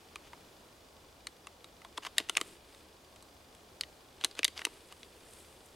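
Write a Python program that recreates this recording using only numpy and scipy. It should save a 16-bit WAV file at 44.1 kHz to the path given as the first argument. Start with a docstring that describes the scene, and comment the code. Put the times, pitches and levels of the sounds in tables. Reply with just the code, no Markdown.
"""Cartridges pressed into a hand-held magazine in a forest clearing, two rounds in all.
Each round taps the lips, scrapes over the round below and snaps home in a quick run of dry clicks.
The clicks are damped metal modes with a noise crack; scrapes and jacket sleeves are grainy, coloured noise.
Steady noise makes the hush of the trees, which answer the metal faintly with scattered, decaying noise.
A camera mechanism ticks very softly through its resonant casing, over a faint hum."""
import sys
import numpy as np
from scipy import signal
from scipy.fft import rfft, irfft, next_fast_len
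from scipy.io import wavfile
from scipy.ndimage import uniform_filter1d, map_coordinates

SR = 44100
rng = np.random.default_rng(int(sys.argv[2]) if len(sys.argv) > 2 else 0)


def store_wav(level_fs):
    """Save 16-bit WAV to argv[1]."""
    pcm = np.round(np.clip(np.atleast_2d(level_fs), -1, 1) * 32767)
    wavfile.write(sys.argv[1], SR, pcm.T.astype(np.int16))


N = 253575  # length in samples

# Hush of the trees. Each row: frequency in Hz, relative density in dB per Hz.
TREE_SPECTRUM = [(12, -57), (20, -10), (68, -2), (134, -9), (527, -5), (897, -7.5), (1090, -11.5),
                 (1220, -12.5), (2200, -19.5), (3440, -19), (4420, -16.5), (4810, -24), (5230, -18),
                 (14700, -34.5), (16000, -36)]
# Shading of that hush, with softer deep bass and upper middle. Each row: frequency in Hz, gain in dB.
TREE_SHADE = [(25, -8), (45, -2.0), (900, -3.5), (2500, -2.0), (5000, -5), (9000, -0.5), (14000, 2)]
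# Stereo likeness of the hush. Each row: frequency in Hz, left-right correlation (1 is mono).
TREE_LIKENESS = [(30, .998), (70, 1), (130, .92), (280, 0.87), (500, .8), (1000, 0.33), (3000, 0.077),
                 (9000, 1)]

# Movements of the arms and body. Each row: middle in seconds, half length in seconds,
# rub in dB before trim, swish relative to the rub in dB.
SLEEVE_MOVES = [(0.25, 0.27, -64.5, -10), (2.256, 0.26, -61.5, -8.5), (2.398, 0.05, -59, 0.5),
                (2.49, 0.05, -59.5, 1), (2.77, 0.115, -62, -4.5), (4.25, 0.11, -62.5, -10),
                (4.72, 0.18, -60.5, -3), (5.37, 0.09, -66, 7.5), (5.353, 0.5, -62.5, -1.3)]
# Heavy cloth rubbing. Each row: frequency in Hz, relative density in dB per Hz.
RUB_SPECTRUM = [(220, 1), (400, 9.5), (700, -4), (1500, -4), (3500, -3), (5200, -7), (7000, -29)]
# Weave swishing. Each row: frequency in Hz, relative density in dB per Hz.
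SWISH_SPECTRUM = [(3500, -18), (6000, -7), (8500, 1), (10500, -3), (12000, -8), (13500, -12), (16000, -23)]
REST_RUB_DB, REST_SWISH_DB = -67, -84  # cloth while only the fingers work, before trim
FOLDS_PER_S = 11  # mean rate of folds brushing past each other
FOLD_S, FOLD_DB = 0.0037, 5  # half length of a fold, and the strongest possible fold over the weave

# Resonances of the camera casing. Each row: frequency in Hz, width in Hz, relative level in dB.
CASING_MODES = [(1103, 54, 3.5), (2430, 51, 0.5), (2970, 120, -1.5), (3410, 230, -0.5), (4690, 67, 2),
                (4865, 31, 3)]

# Cartridge meeting magazine. Each row: start in seconds, strength in dB, pitch of the case in Hz,
# knock on the wall relative to the strength in dB, sharp edge relative to the strength in dB.
CONTACTS = [(0.1579, -44, 2460, -4, -9.5), (0.332, -53.5, 2150, 5, -15), (1.2696, -41, 4360, -14, -4),
            (1.2706, -46.5, 2280, -9, -19), (1.47, -48, 2660, -1, -6.5), (1.6437, -50.5, 3800, -7.5, -10),
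            (1.817, -54.5, 2020, -7, -12), (1.8481, -52.5, 3440, 3.5, -10), (1.9764, -39, 3500, -14, -11.5),
            (1.9797, -49.5, 2700, 10.5, -3), (2.05, -44.5, 2800, -2.5, -12), (2.0678, -44, 3000, 1.5, -13),
            (2.182, -24.5, 3790, -23, -5), (2.1823, -25.5, 2850, -24, -32), (2.201, -40.5, 2880, -11, -13),
            (2.288, -47, 2800, -12, -10), (2.296, -31, 2950, -8.5, -5.5), (2.3521, -43.5, 2670, -12, -20),
            (2.3672, -36.5, 2770, -3, -17), (2.3701, -22.5, 2000, -20, -8.5), (2.379, -37.5, 1960, -5, -19),
            (2.402, -54, 2120, 1, -12), (2.4124, -34, 3080, -5.5, -5), (2.7472, -58, 3680, -7, -8),
            (3.1602, -59, 3150, -9, -5), (3.2245, -61, 4340, -2, 1.5), (3.5492, -61, 3260, -9, -2),
            (3.8099, -31.5, 4400, -24, -8.5), (3.8351, -42, 2930, -20, -20),
            (4.2111, -47, 3330, -11.5, -14), (4.2387, -34, 3440, -10, -16), (4.2462, -27, 4050, -16.5, -3),
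            (4.2492, -37, 4040, -12, -3), (4.312, -50.5, 4640, -17, -11), (4.352, -57, 4100, -9, -5),
            (4.391, -34.5, 2640, -11, -9), (4.4312, -30.5, 2300, -21.5, -19), (4.445, -26, 4570, -33, -2.5),
            (4.4491, -24, 3730, -21, -9), (4.4797, -39, 3200, -20, -6.5), (4.577, -41, 4900, -22, -16),
            (4.5924, -43, 2180, -10.5, -15), (4.617, -39.5, 1850, -10, -23), (4.6511, -28.5, 2750, -17, -5),
            (4.6682, -49, 2600, 3.5, -10), (4.9241, -52, 2880, -3, -5.5), (5.0313, -49.5, 3380, -26, -16)]
# The stack of rounds sinking on its spring. Each row: start in seconds, level in dB.
STACK_THUMPS = [(1.9805, -46), (2.201, -45), (2.296, -52.5), (2.3699, -54), (2.402, -57), (2.4126, -44.5),
                (4.2386, -49), (4.2498, -49.5), (4.3909, -42), (4.4806, -55), (4.6517, -54), (4.6676, -46)]
# A glancing blow rings the wall higher than a square one. Each row: relative knock in dB, pitch in Hz.
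WALL_PITCH = [(-12, 1640), (-4, 1175), (3.5, 1000)]
# A sharper edge rings the feed lip higher. Each row: relative edge in dB, pitch in Hz.
LIP_PITCH = [(-16.5, 5810), (-4, 7450)]
# A harder push holds the metal tighter. Each row: strength in dB, t60 in seconds.
GRIP_DAMPING = [(-64, 0.027), (-49, 0.017), (-25, 0.012)]
# Registers of a contact: thud, knock, clack, clink, snap. Each row: low edge in Hz, high edge in Hz.
REGISTERS = [(270, 540), (760, 1450), (1900, 3150), (3300, 5200), (5900, 12000)]
# Modes of the loaded magazine. Each row: frequency in Hz, relative level in dB,
# life relative to the t60 of the contact.
MAGAZINE_MODES = [(347, 0.5, 1.35), (440, 3.5, 1.34), (672, -3.5, 2.6), (970, -20, 2.1), (1174, -0.5, 1.36),
                  (2045, -1.5, 1.1), (2250, -4, 1.3), (2573, 0, 0.65), (2850, 4, 0.67), (3370, 2, 0.45),
                  (3780, 2, 0.96), (4210, -5, 1.6), (4710, -4, 0.9), (6160, 8, 0.27), (6700, -19, 0.45),
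                  (7630, 1.5, 0.97), (8290, 4, 0.87), (9220, 5.5, 0.47), (9900, -5, 1.56),
                  (12000, -20, 0.44)]
# Rings added by wall, case and feed lip. Each row: relative level in dB, life relative to the contact's t60.
TOUCHED_PARTS = [(-3, 1.3), (1, .78), (-1, .6)]
PITCH_SCATTER = 0.074  # relative spread of wall and lip pitch from touch to touch
FALL_DB_PER_OCTAVE = 10.5  # a click is strongest around the pitch of the case
THUD_UNDER_WALL_DB = -15  # the low thud that comes with every knock on the wall
THUMP_T60_S = 0.015

# Answer of the nearby undergrowth. Each row: frequency in Hz, t60 in seconds.
UNDERGROWTH_DECAY = [(200, .08), (3000, 0.088), (12000, 0.092)]
# Answer of the forest. Each row: frequency in Hz, t60 in seconds.
FOREST_DECAY = [(200, 0.64), (2500, 0.97), (12000, 0.31)]

# Brass sliding under the thumb. Each row: start in seconds, catch in seconds,
# peak in dB before smoothing and trim, t60 in seconds.
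SCRAPES = [(0.228, 0.279, -56, .04), (1.969, 1.975, -44, .03), (2.021, 2.036, -44.5, 0.11),
           (2.049, 2.066, -40, 0.045), (2.167, 2.194, -40, .12), (2.361, 2.373, -44.5, 0.032),
           (4.202, 4.26, -46, 0.035), (4.365, 4.395, -41, 0.018), (4.556, 4.573, -45, .15),
           (4.58, 4.593, -47.5, 0.028), (4.603, 4.614, -46, .03), (4.645, 4.654, -39.5, .02),
           (4.897, 4.924, -52, .02)]
# Scraping brass. Each row: frequency in Hz, relative density in dB per Hz.
BRASS_SPECTRUM = [(290, -47), (500, -8), (602, 4.5), (1130, 2.5), (1770, 3.5), (2170, 2), (3050, 6.5),
                  (4050, -2.5), (4800, 1), (5230, -3), (6860, -5), (11000, -13), (15000, -24)]
SCRAPE_SWELL_DB = 13  # a scrape swells until the round catches, then dies away

# The hands at the two microphones. Each row: frequency in Hz, left minus right in dB.
LEFT_OVER_RIGHT = [(60, -1), (150, 0.0), (380, 0), (950, 1.5), (2380, 0.0), (5980, 1.5), (15000, 0.5)]
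# Phase of the hands. Each row: frequency in Hz, lead of the left side in radians.
LEFT_LEAD = [(0, 0.46), (1890, -0.24), (6630, 0.14), (8180, -0.24), (16400, 0.34)]
TOP_HZ = 15900  # band limit of the whole scene


def amp(db):
    """Decibels to gain."""
    return 10 ** (np.asarray(db) / 20)


def unit(x):
    """Scale to rms 1."""
    return x / np.sqrt(np.mean(x ** 2) + 1e-20)


def along(points, hz):
    """Read (Hz, value) points on a log frequency axis."""
    f, v = np.transpose(points)
    return np.interp(np.log(hz + 1), np.log(f + 1), v)


def wobble(rate):
    """A smooth random curve with the given number of knots a second."""
    knots = rng.standard_normal(int(N * rate / SR) + 4)
    return map_coordinates(knots, [np.arange(N) * rate / SR])


def filtered(x, response):
    """Shape x by a response of frequency."""
    m = next_fast_len(N + SR // 2)
    hz = np.fft.rfftfreq(m, 1 / SR)
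    return irfft(rfft(x, m) * response(hz), m)[..., :N]


def air():
    """Steady noise as the hush of distant trees, nearly mono in the bass and widest around 3 kHz."""
    def colour(hz):
        gain = amp(along(TREE_SPECTRUM, hz) + along(TREE_SHADE, hz))
        # this angle between mid and side gives the wanted left-right correlation
        turn = np.arccos(np.clip(along(TREE_LIKENESS, hz), -1, 1)) / 2
        return gain * [np.cos(turn), np.sin(turn)]

    mid, side = filtered(rng.standard_normal((2, N)), colour)
    level = amp(-59.5 + 0.59 * wobble(2.84))
    return level * unit(np.array([mid + side, mid - side]))


def friction(spectrum, grain_db, grain_rate):
    """Coloured noise of rms 1 that catches and slips in tiny grains."""
    slips = rng.standard_normal(N) * amp(grain_db * wobble(grain_rate))
    return unit(filtered(slips, lambda hz: amp(along(spectrum, hz))))


def jacket():
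    """Heavy cloth rubs as the arms move; its weave swishes on top and folds brush by in small flurries."""
    t = np.arange(N) / SR
    rub_power, weave_power = amp(REST_RUB_DB) ** 2, amp(REST_SWISH_DB) ** 2
    for middle_s, reach_s, db, swish_db in SLEEVE_MOVES:
        move = amp(db) * np.exp(-.5 * ((t - middle_s) / reach_s) ** 2)
        rub_power = rub_power + move ** 2
        weave_power = weave_power + (amp(swish_db) * move) ** 2
    rub = amp(-1.0) * np.sqrt(rub_power) * friction(RUB_SPECTRUM, grain_db=1.5, grain_rate=200)

    # folds fall evenly along the cloth's travel, so they crowd into brisk moves
    folds = rng.random((round(FOLDS_PER_S * t[-1]), 2))
    travel = np.cumsum(weave_power) / np.sum(weave_power)
    brushing = np.zeros(N)
    for when, size in folds:
        fold_s = np.interp(when, travel, t)
        brushing += amp(FOLD_DB) * size ** 2 * np.exp(-((t - fold_s) / FOLD_S) ** 2)

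    weave = amp(-4.0 + 1.0 * wobble(18)) * np.sqrt(weave_power)
    swish = friction(SWISH_SPECTRUM, grain_db=2.0, grain_rate=820)
    return rub + weave * np.hypot(1, brushing) * swish


def camera_mechanism(first_s):
    """Impulses 25 times a second, strong and weak in turn, ring a small casing over a faint hum."""
    t = np.arange(N) / SR
    ticks = np.arange(first_s, t[-1], 1 / 25)
    drive = .015 * rng.standard_normal(N)  # faint hiss between the ticks
    tick_db = -4 * (np.arange(len(ticks)) % 2) + rng.standard_normal(len(ticks))
    drive[(ticks * SR).astype(int)] += amp(tick_db)

    def casing(f):
        return sum(amp(db) * 1j * f * w / (c * c - f * f + 1j * f * w) for c, w, db in CASING_MODES)

    ticking = amp(-69.5) * unit(filtered(drive, casing))
    hum = amp(-73.0 + 3.5 * wobble(8.9)) * np.sin(2 * np.pi * 78 * t + wobble(8.2))
    return ticking + hum


def contact(levels_db, pitches_hz, t60, ring_db, crack_db=8.0, crack_life=0.99):
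    """One blow on the magazine: a noise crack and modes that the gripping hand damps at once."""
    t = np.arange(SR // 10) / SR
    # wall, case and feed lip ring at pitches that depend on where they are touched
    rings = [(hz, ring_db + db, life) for hz, (db, life) in zip(pitches_hz, TOUCHED_PARTS)]
    hz, db, life = np.transpose(MAGAZINE_MODES + rings)[:, :, None]
    size, turn = rng.standard_normal((2, len(hz), 1))
    # loose rounds chatter against each other and blur every pitch
    chatter = .075 * np.cumsum(rng.standard_normal((len(hz), len(t))), axis=1) / SR
    fade = amp(db + 1.3 * size - 60 * t / (t60 * life))
    modes = fade * np.sin(2 * np.pi * hz * (t + chatter) + turn)
    crack = amp(crack_db - 60 * t / (t60 * crack_life)) * rng.standard_normal(len(t))
    blow = modes.sum(0) + crack

    out = np.zeros(len(t))
    for band, level_db in zip(REGISTERS, levels_db):
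        sos = signal.butter(3, band, "bandpass", fs=SR, output="sos")
        part = signal.sosfilt(sos, blow)
        # equal energy per register: that of rms 1 held for 10 ms
        out += amp(level_db) * part * np.sqrt(SR / 100 / np.sum(part ** 2))
    return out


def clicks():
    """Cartridges tap the lips, slip past them and seat against the back wall; the stack thumps as it sinks."""
    out = np.zeros(N + SR)
    middle_hz = np.sqrt(np.prod(REGISTERS[2:4], axis=1))  # centres of clack and clink
    for s, db, case_hz, wall_db, edge_db in CONTACTS:
        clack_db, clink_db = db - FALL_DB_PER_OCTAVE * np.abs(np.log2(middle_hz / case_hz))
        knock_db = db + wall_db
        levels_db = [knock_db + THUD_UNDER_WALL_DB, knock_db, clack_db, clink_db, db + edge_db]
        wall_hz = np.interp(wall_db, *np.transpose(WALL_PITCH))
        lip_hz = np.interp(edge_db, *np.transpose(LIP_PITCH))
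        stray = np.exp(PITCH_SCATTER * rng.standard_normal(2))
        pitches_hz = [wall_hz * stray[0], case_hz, lip_hz * stray[1]]
        t60 = np.interp(db, *np.transpose(GRIP_DAMPING))
        hit = contact(levels_db, pitches_hz, t60, ring_db=8.0)
        out[round(s * SR):][:len(hit)] += hit
    for s, db in STACK_THUMPS:
        hit = contact([db], [], THUMP_T60_S, ring_db=9.5)  # thud register only
        out[round(s * SR):][:len(hit)] += hit
    return out[:N]


def scatter(x, decay, delay_s, width):
    """Diffuse stereo answer of the surroundings: noise in which each frequency dies at its own speed."""
    hz, t, z = signal.stft(rng.standard_normal((2, SR)), SR, nperseg=256)
    fade = amp(-60 * t / along(decay, hz)[:, None])
    mid, side = signal.istft(z * fade, SR, nperseg=256)[1]
    tail = np.array([mid + width * side, mid - width * side])
    late = np.pad(x, (int(delay_s * SR), 0))
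    return signal.fftconvolve(late[None], tail / np.linalg.norm(tail[0]), axes=1)[:, :N]


def scrapes():
    """A case slides over the round below, louder as the thumb bears down."""
    t, pressure = np.arange(N) / SR, np.zeros(N)
    for start, catch, db, t60 in SCRAPES:
        swell_db = np.interp(t, [start, catch], [-SCRAPE_SWELL_DB, 0])
        fade_db = -60 * np.maximum(t - catch, 0) / t60
        pressure += amp(db + swell_db + fade_db) * (t > start)
    smooth = uniform_filter1d(pressure, size=90)  # softens the edges over 2 ms
    return amp(-2.0) * smooth * friction(BRASS_SPECTRUM, grain_db=1.5, grain_rate=490)


def placed(x):
    """A source ahead reaches the two microphones with slightly different level and phase."""
    sides = np.array([[.5], [-.5]])

    def response(hz):
        level = amp(sides * along(LEFT_OVER_RIGHT, hz))
        return level * np.exp(1j * sides * along(LEFT_LEAD, hz))

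    return filtered(x, response)


def scene():
    """The hands work ahead; undergrowth and forest answer the metal amid tree hush and camera ticks."""
    metal = clicks() + scrapes()
    near = amp(-21.5) * scatter(metal, UNDERGROWTH_DECAY, delay_s=0.0039, width=0.36)
    far = amp(-32.0) * scatter(metal, FOREST_DECAY, delay_s=0.026, width=0.37)
    hands = placed(metal + jacket())
    return hands + near + far + air() + camera_mechanism(first_s=0.0071)


def record(dry):
    """The camera keeps nothing above its band limit."""
    return filtered(dry, lambda hz: hz < TOP_HZ)


dry = scene()
out = record(dry)
store_wav(out)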